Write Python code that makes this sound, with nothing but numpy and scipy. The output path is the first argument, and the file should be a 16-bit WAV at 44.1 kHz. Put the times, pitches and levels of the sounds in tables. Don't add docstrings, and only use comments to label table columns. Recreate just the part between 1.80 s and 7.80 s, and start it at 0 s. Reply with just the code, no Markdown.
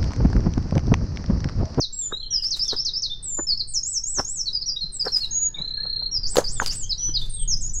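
import sys
import numpy as np
from scipy import signal
from scipy.fft import rfft, irfft, next_fast_len
from scipy.io import wavfile
from scipy.ndimage import uniform_filter1d, map_coordinates

SR = 44100
rng = np.random.default_rng(int(sys.argv[2]) if len(sys.argv) > 2 else 0)


def generate_wav(sig):
    pcm = np.round(np.clip(np.atleast_2d(sig).T, -1, 1) * 32767).astype(np.int16)
    wavfile.write(sys.argv[1], SR, pcm)


N = 6 * SR


def amp(db):
    return 10 ** (np.asarray(db) / 20)


def unit_rms(x):
    return x / np.sqrt(np.mean(x ** 2) + 1e-20)


def at_hz(points, hz):
    knots_hz, values = np.transpose(points)
    return np.interp(np.log(hz + 1), np.log(knots_hz + 1), values)


def curve(rows):
    return np.interp(np.arange(N) / SR, *np.transpose(rows))


def wobble(rate_hz, size):
    knots = rng.standard_normal(int(size * rate_hz / SR) + 4)
    return map_coordinates(knots, [np.arange(size) * rate_hz / SR])


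def filtered(x, response):
    size = next_fast_len(len(x) + SR // 4)
    hz = np.fft.rfftfreq(size, 1 / SR)
    return irfft(rfft(x, size) * response(hz), size)[:len(x)]


def noise(spectrum):
    return unit_rms(filtered(rng.standard_normal(N), lambda hz: amp(at_hz(spectrum, hz))))


def add(track, start_s, sound):
    part = track[max(0, round(start_s * SR)):][:len(sound)]
    part += sound[:len(part)]


def swell(t, rise_s, fall_s):
    return np.exp(-np.maximum(-t / rise_s, t / fall_s))


def whistle(length_s, pitch, level, waver=0.0018, flutter_db=-0.28, harmonic_db=-49):
    attack_s, release_s = 0.002 + min(length_s, 0.08) / 14, 0.003
    t = np.arange(int((length_s + release_s) * SR)) / SR
    share = (t - release_s / 2) / length_s
    hz = uniform_filter1d(np.interp(share, *pitch), size=len(t) // 12, mode="nearest")
    hz = hz * (1 + waver * wobble(400.7, len(t)))
    phase = 2 * np.pi * np.cumsum(hz) / SR
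    ramp = np.clip(np.minimum(t / attack_s, (t[-1] - t) / release_s), 0, 1)
    gate = np.sin(np.pi / 2 * ramp) ** 2
    db = np.interp(share, *level) + flutter_db * wobble(110, len(t))
    return gate * amp(db) * (np.sin(phase) + amp(harmonic_db) * np.sin(2 * phase))


def wren():
    return slurs() + held_notes() + syllables() + trills()


# start in seconds, length in seconds, top in Hz, bottom in Hz,
# relative level in dB, bend (under 1 drops early, over 1 late).
SLURS = [(0.125, .15, 7720, 7000, -25, 1.45), (.505, .072, 5830, 4980, -18.5, 1.03),
         (1.424, 0.21, 8800, 7025, -25.5, 0.34), (1.667, 0.064, 5340, 4340, -17.5, 1.01),
         (1.795, 0.02, 4970, 4105, -19, 0.89), (1.874, 0.022, 8720, 8000, -34, 0.72),
         (1.911, 0.018, 8800, 7830, -35, 1.3), (1.936, 0.053, 7450, 5175, -18.5, 0.55),
         (2.656, 0.038, 4520, 3873, -21, 1.22), (2.729, 0.048, 5065, 4735, -20, 1.09),
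         (2.811, .019, 5260, 4210, -23.5, 1.32), (2.858, .046, 5855, 4770, -20, 1.7),
         (3.007, 0.036, 4300, 4060, -22, 1.1), (3.12, 0.053, 8650, 7540, -30, 0.82),
         (3.195, 0.034, 5130, 4703, -18.5, 0.85), (3.27, 0.017, 5120, 4155, -23, 0.69),
         (3.318, 0.055, 5710, 4948, -18, 0.5), (3.403, .054, 4420, 3857, -22.5, 1.5),
         (4.312, 0.068, 5685, 4885, -20.5, 1.32), (5.093, .04, 5240, 3920, -20.5, 1.26),
         (5.338, 0.041, 5080, 3800, -18.5, 1.3), (5.493, 0.14, 8760, 8320, -28.5, 0.6),
         (5.675, 0.067, 6760, 5066, -19, 1.23)]
# share of length, gain in dB.
SLUR_SWELL = [(0, -5.5), (.5, 0), (1.002, -1.5)]


def slurs(gain_db_per_octave=5.5, scoop_depth=0.06, scoop_share=0.094):
    song, share = np.zeros(N), np.linspace(0, 1, 32)
    swell_db = np.interp(share, *np.transpose(SLUR_SWELL))
    for start_s, length_s, top_hz, bottom_hz, db, bend in SLURS:
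        glide_hz = top_hz + (bottom_hz - top_hz) * np.sin(np.pi / 2 * share ** bend) ** 2
        scoop = scoop_depth * max(0, 2 * bend - 2) * np.exp(-share / scoop_share)
        hz = glide_hz * (1 - scoop)
        level_db = db + swell_db + gain_db_per_octave * np.log2(hz.mean() / hz)
        add(song, start_s - 0.001, whistle(length_s, (share, hz), (share, level_db)))
    return song


# start in seconds, length in seconds, pitch in Hz,
# relative level in dB.
HELD_NOTES = [(0.324, 0.028, 3830, -23), (1.298, 0.038, 3600, -22.5), (1.774, 0.0064, 5266, -19.5),
              (1.889, .022, 8620, -27), (2.908, .018, 4874, -20), (2.962, 0.015, 3837, -20.5),
              (3.055, 0.02, 4135, -27), (3.251, 0.0073, 5370, -21), (3.507, 0.17, 6748, -18.5),
              (3.743, 0.013, 3720, -24.5), (5.177, 0.12, 5964, -22.5), (5.415, 0.013, 3587, -23.5),
              (5.772, 0.0069, 6200, -24), (5.893, 0.0075, 6020, -24.5)]
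# share of length, gain in dB.
HELD_SWELL = [(0, -6.5), (.5, -1.5), (0.998, -1.5)]


def held_notes(scoop_depth=0.046, scoop_share=0.17):
    song, share = np.zeros(N), np.linspace(0, 1, 32)
    swell_share, swell_db = np.transpose(HELD_SWELL)
    scoop = scoop_depth * np.exp(-share / scoop_share)
    for start_s, length_s, hz, db in HELD_NOTES:
        note = whistle(length_s, (share, hz * (1 - scoop)), (swell_share, swell_db + db))
        add(song, start_s - 0.001, note)
    return song


# share of length, pitch in Hz, gain in dB.
FALL_SHAPE = [(0.0, 6430, 2.5), (0.1, 5860, -3.5), (0.22, 5195, 1.5), (0.43, 4435, -2), (0.73, 4100, -3),
              (1.0, 3716, -4)]
RISE_SHAPE = [(0.0, 4870, -6), (0.1, 5130, -6), (0.2, 4700, -17), (0.27, 4730, -12), (0.36, 4570, -10),
              (0.47, 5225, -5), (0.78, 5350, -3), (1.0, 6350, -27)]
ARCH_SHAPE = [(0.0, 6440, 1.5), (0.05, 6645, 5), (0.1, 6590, -21.5), (0.14, 6730, -5), (0.34, 7660, 0.5),
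              (0.5, 8090, -8.5), (0.63, 7720, -4.5), (0.75, 6560, -3.5), (0.87, 6010, 2.5), (1.0, 5206, 6)]
LEAP_SHAPE = [(0.0, 4890, 9), (0.03, 5130, 1), (0.07, 4440, 0.5), (0.09, 4250, -19), (0.13, 4457, -1),
              (0.24, 5330, -0.5), (0.32, 6760, -11), (0.51, 8300, -7), (0.71, 7540, -9), (0.87, 6950, -6),
              (1.0, 6080, -4.5)]
HOOK_SHAPE = [(0.0, 8190, -7), (0.14, 7210, -4.5), (0.33, 6390, -6.5), (0.48, 6620, -2.5), (0.72, 6900, -3),
              (1.0, 6925, -8)]
# start in seconds, length in seconds, relative level in dB.
FALLS = [(0.002, 0.052, -20.5), (0.706, 0.046, -20), (0.878, 0.048, -19.5), (1.048, 0.05, -20),
         (1.22, 0.048, -20.5)]
RISES = [(0.621, 0.06, -15), (0.792, 0.057, -13.5), (0.962, 0.057, -15), (1.134, 0.057, -16)]
ARCHES = [(2.03, 0.15, -23), (2.235, 0.16, -23), (2.446, 0.17, -25.5)]
LEAPS = [(4.431, 0.16, -23), (4.641, 0.18, -24.5), (4.869, 0.18, -23.5)]
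HOOKS = [(5.807, 0.074, -24), (5.933, 0.0685, -22.5)]


def syllables():
    song = np.zeros(N)
    runs = [(FALL_SHAPE, FALLS), (RISE_SHAPE, RISES), (ARCH_SHAPE, ARCHES),
            (LEAP_SHAPE, LEAPS), (HOOK_SHAPE, HOOKS)]
    for shape, repeats in runs:
        share, hz, shape_db = np.transpose(shape)
        for start_s, length_s, db in repeats:
            add(song, start_s - 0.001, whistle(length_s, (share, hz), (share, shape_db + db)))
    return song


# start in seconds, length in seconds, first pitch in Hz, target pitch in Hz,
# first relative level in dB, change over a full level ramp in dB.
TRILLS = [(.365, .105, 4087, 4203, -28.5, -2), (3.781, .49, 3900, 4195, -24.5, 3.5)]
# share of length, pitch ratio, gain in dB.
PIP_SHAPE = [(0, .91, -14), (.25, .98, -3), (.55, 1.01, 1), (.8, 1.01, 0), (1, .98, -5)]


def trills(pip_s=0.014, first_period_s=0.0303, slowing_s=0.000184, settle_s=0.067, ramp_s=0.32):
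    song = np.zeros(N)
    share, ratio, pip_db = np.transpose(PIP_SHAPE)
    for start_s, length_s, first_hz, target_hz, first_db, change_db in TRILLS:
        age_s, period_s = 0, first_period_s
        while age_s < length_s:
            hz = target_hz + (first_hz - target_hz) * np.exp(-age_s / settle_s)
            hz *= 1 + 0.0055 * rng.standard_normal()
            db = first_db + change_db * min(1, age_s / ramp_s) + 0.4 * rng.standard_normal()
            add(song, start_s + age_s, whistle(pip_s, (share, hz * ratio), (share, pip_db + db)))
            age_s += period_s
            period_s += slowing_s
    return song


# time in seconds, relative grit level in dB, grit settling time in seconds,
# thud level in dB, thud pitch in Hz.
STEPS = [(0.325, -31, .011, -19.5, 402), (0.931, -33.5, 0.013, -15.5, 435), (1.593, -27, .007, -17, 346),
         (2.393, -19.5, 0.0085, -17, 365), (3.04, -62.5, 0.015, -26.5, 150),
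         (3.267, -27.5, 0.011, -14, 472), (3.799, -46.5, 0.036, -26, 160),
         (4.058, -41.5, 0.0095, -40.5, 600), (4.222, -44.5, .006, -44, 600), (4.584, -21, 0.018, 2, 529),
         (4.82, -27, 0.011, -9, 1000), (5.29, -47.5, 0.014, -27, 310)]


def footsteps(rise_ratio=0.69):
    track, t = np.zeros(N), np.arange(-SR // 16, SR // 8) / SR
    for time_s, grit_db, settle_s, thud_db, thud_hz in STEPS:
        weight = swell(t, rise_ratio * settle_s, settle_s)
        weight_rms = np.sqrt(np.mean(weight ** 2))
        grit = weight_rms * unit_rms(weight * crunch(t))
        add(track, time_s + t[0], amp(grit_db) * grit)
        add(track, time_s, amp(thud_db) * ring(thud_hz))
    return track


# frequency in Hz, gain in dB.
SOIL_RESPONSE = [(60, -1.5), (170, -2.5), (350, -1.5), (800, -2), (1700, -0.5), (2300, -17), (4000, -15),
                 (9000, -31.5)]


def crunch(t, median_hz=777, count=230, log_spread=0.7, decay_cycles=1.2):
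    onset_s = rng.uniform(t[0], t[-1], (count, 1))
    hz = median_hz * np.exp(log_spread * rng.standard_normal((count, 1)))
    size = rng.choice([-1, 1], (count, 1)) * rng.uniform(0.11, 1, (count, 1)) * np.sqrt(hz)
    age_s = np.arange(SR // 80) / SR
    grains = size * np.sin(2 * np.pi * hz * age_s) * np.exp(-hz * age_s / decay_cycles)
    indices = ((onset_s - t[0]) * SR).astype(int) + np.arange(len(age_s))
    grit = np.bincount(indices.ravel(), grains.ravel(), len(t))[:len(t)]
    return filtered(grit, lambda f: amp(at_hz(SOIL_RESPONSE, f)))


def ring(hz, t60_cycles=10.8):
    cycles = hz * np.arange(SR // 10) / SR
    attack = 1 - np.exp(-2 * cycles)
    return attack * np.sin(2 * np.pi * cycles) * amp(-60 * cycles / t60_cycles)


# time in seconds, level in dB, ring pitch in Hz,
# relative crack level in dB.
KNOCKS = [(3.384, -44.5, 7270, 3), (4.557, -12.5, 803, -3), (4.569, 0, 4060, -9.5), (4.5697, -3, 498, -19),
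          (4.8, -1, 1490, -45), (4.862, -1.5, 4750, -20)]


def knocks(crack_t60_s=0.014, crack_cutoff_hz=6000):
    track, t = np.zeros(N), np.arange(SR // 10) / SR
    lowpass = signal.butter(1, crack_cutoff_hz, fs=SR)
    for time_s, db, hz, crack_db in KNOCKS:
        crack = amp(crack_db - 60 * t / crack_t60_s) * rng.standard_normal(len(t))
        add(track, time_s, amp(db) * (ring(hz) + signal.lfilter(*lowpass, crack)))
    return track


# peak time in seconds, level in dB, fall time in seconds.
BRUSHES = [(0.647, -49, 0.048), (0.772, -44.5, 0.026), (.846, -49, 0.036), (.942, -55.5, .04),
           (2.402, -45, 0.029), (3.26, -49, 0.034), (3.38, -43.5, 0.054), (4.58, -25, 0.017),
           (4.629, -48.5, 0.074), (4.828, -38.5, 0.015), (4.87, -28, 0.0095), (4.932, -40.5, 0.037),
           (5.436, -45.5, 0.041)]
# frequency in Hz, relative density in dB.
LEAF_SPECTRUM = [(200, -4), (700, -2), (1600, -1), (2600, -2), (4500, 4.5), (8000, 3.5), (11000, -4),
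                 (15500, -12)]


def brushes(rise_ratio=0.65, grain_db=2.0, clump_db=3.5):
    t = np.arange(N) / SR
    strokes = sum(amp(db) * swell(t - peak_s, rise_ratio * fall_s, fall_s)
                  for peak_s, db, fall_s in BRUSHES)
    crackle = noise(LEAF_SPECTRUM) * amp(grain_db * wobble(1200, N) + clump_db * wobble(110, N))
    return strokes * unit_rms(crackle)


# start in seconds, length in seconds, first pitch in Hz,
# last pitch in Hz, relative level in dB.
FAR_CALLS = [(.215, 0.017, 3510, 3550, -48), (.517, 0.028, 1570, 1840, -57),
             (.851, 0.058, 3750, 3180, -45.5), (3.3, 0.48, 916, 890, -72.5),
             (3.429, 0.016, 2770, 2856, -51.5), (3.468, 0.72, 1701, 1723, -69),
             (3.757, 0.027, 2320, 2183, -54.5), (3.97, 0.053, 1670, 1761, -53),
             (4.759, .025, 3530, 3530, -49), (5.025, 0.04, 3040, 3282, -49),
             (5.529, 0.074, 3940, 3260, -49)]
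# start in seconds, length in seconds, relative level in dB.
WARBLES = [(0.219, .12, -61.5), (.42, .22, -52.5), (4.808, .1, -53), (5.193, .19, -53.5), (5.589, .05, -51)]


def far_birds(period_s=0.075, note_s=0.045, top_hz=3477, bottom_hz=3010, pitch_scatter=0.058):
    calls, notes = np.zeros(N), list(FAR_CALLS)
    for start_s, length_s, db in WARBLES:
        beats_s = np.arange(start_s, start_s + length_s, period_s)
        for beat_s, (late, sharp) in zip(beats_s, rng.standard_normal((32, 2))):
            ratio = 1 + pitch_scatter * sharp
            notes.append((beat_s + late * period_s / 10, note_s, ratio * top_hz, ratio * bottom_hz, db))
    for start_s, length_s, first_hz, last_hz, db in notes:
        pitch, level = ([0, 1], [first_hz, last_hz]), ([0, 1], [db, db])
        add(calls, start_s, whistle(length_s, pitch, level, waver=0.02, flutter_db=3))
    return calls


# frequency in Hz, time to fall 60 dB in seconds.
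SLOPE_T60 = [(500, 0.37), (3500, 0.66), (5300, 0.67), (7000, 0.43), (8500, 0.51), (15000, 0.05)]


def scrub_echo(x, near_db, far_db, near_t60_s=0.16, onset_s=0.0014):
    hz, frame_s, spectra = signal.stft(rng.standard_normal(SR * 3 // 4), SR, nperseg=256)
    decay = amp(-60 * frame_s / at_hz(SLOPE_T60, hz)[:, None])
    far = signal.istft(spectra * decay, SR, nperseg=256)[1]
    t = np.arange(len(far)) / SR
    near = rng.standard_normal(len(t)) * amp(-60 * t / near_t60_s) * (1 - np.exp(-t / onset_s))
    impulse = amp(near_db) * near / np.linalg.norm(near) + amp(far_db) * far / np.linalg.norm(far)
    return signal.fftconvolve(x, impulse)[:N]


# time in seconds, relative level in dB.
BUFFET_LEVEL = [(0, -39), (1.5, -35), (3.2, -36), (3.8, -36.5), (4.3, -32.5), (4.7, -28), (5.3, -29),
                (5.8, -23.5), (6, -25)]
BREEZE_LEVEL = [(0.0, -61), (0.77, -55), (1.94, -61), (4.9, -51.5), (5.1, -57), (6.0, -57.5)]
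# frequency in Hz, relative density in dB.
BUFFET_SPECTRUM = [(10, 2), (25, -2), (40, -12), (60, -20.5), (100, -18), (160, -26.5), (250, -46.5),
                   (500, -53), (1500, -82.5)]
BREEZE_SPECTRUM = [(30, -1), (90, 6), (160, 7), (260, -2.5), (400, -2.5), (700, -13.5), (1200, -14.5),
                   (1800, -18.5), (2400, -25.5), (4000, -18.5), (7000, -38), (9000, -49.5), (15000, -68)]


def wind(gust_db=1.5, breeze_gain_db=2.5):
    buffet_db = curve(BUFFET_LEVEL) + gust_db * wobble(10, N)
    buffet = amp(buffet_db) * noise(BUFFET_SPECTRUM)
    breeze_db = curve(BREEZE_LEVEL) + breeze_gain_db + gust_db * wobble(21, N)
    return buffet + amp(breeze_db) * noise(BREEZE_SPECTRUM)


def scene():
    song, distant = amp(-1) * wren(), amp(3) * far_birds()
    hiker = footsteps() + knocks() + brushes()
    echoes = scrub_echo(song, near_db=-3.5, far_db=-17)
    echoes += scrub_echo(distant, near_db=-2, far_db=-9)
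    echoes += scrub_echo(hiker, near_db=-22, far_db=-30)
    return (song + distant + hiker + echoes + wind())[None]


# frequency in Hz, gain in dB.
MIC_RESPONSE = [(7800, 0.5), (8500, -2.5), (9200, -4), (10800, 2), (13000, -4), (15000, -1)]


def record(dry, cutoff_hz=15900, transition_hz=700):
    def response(hz):
        ramp = np.clip((cutoff_hz - hz) / transition_hz + 0.5, 0, 1)
        return amp(at_hz(MIC_RESPONSE, hz)) * np.sin(np.pi / 2 * ramp) ** 2
    return np.array([filtered(channel, response) for channel in dry])


dry = scene()
out = record(dry)
generate_wav(out)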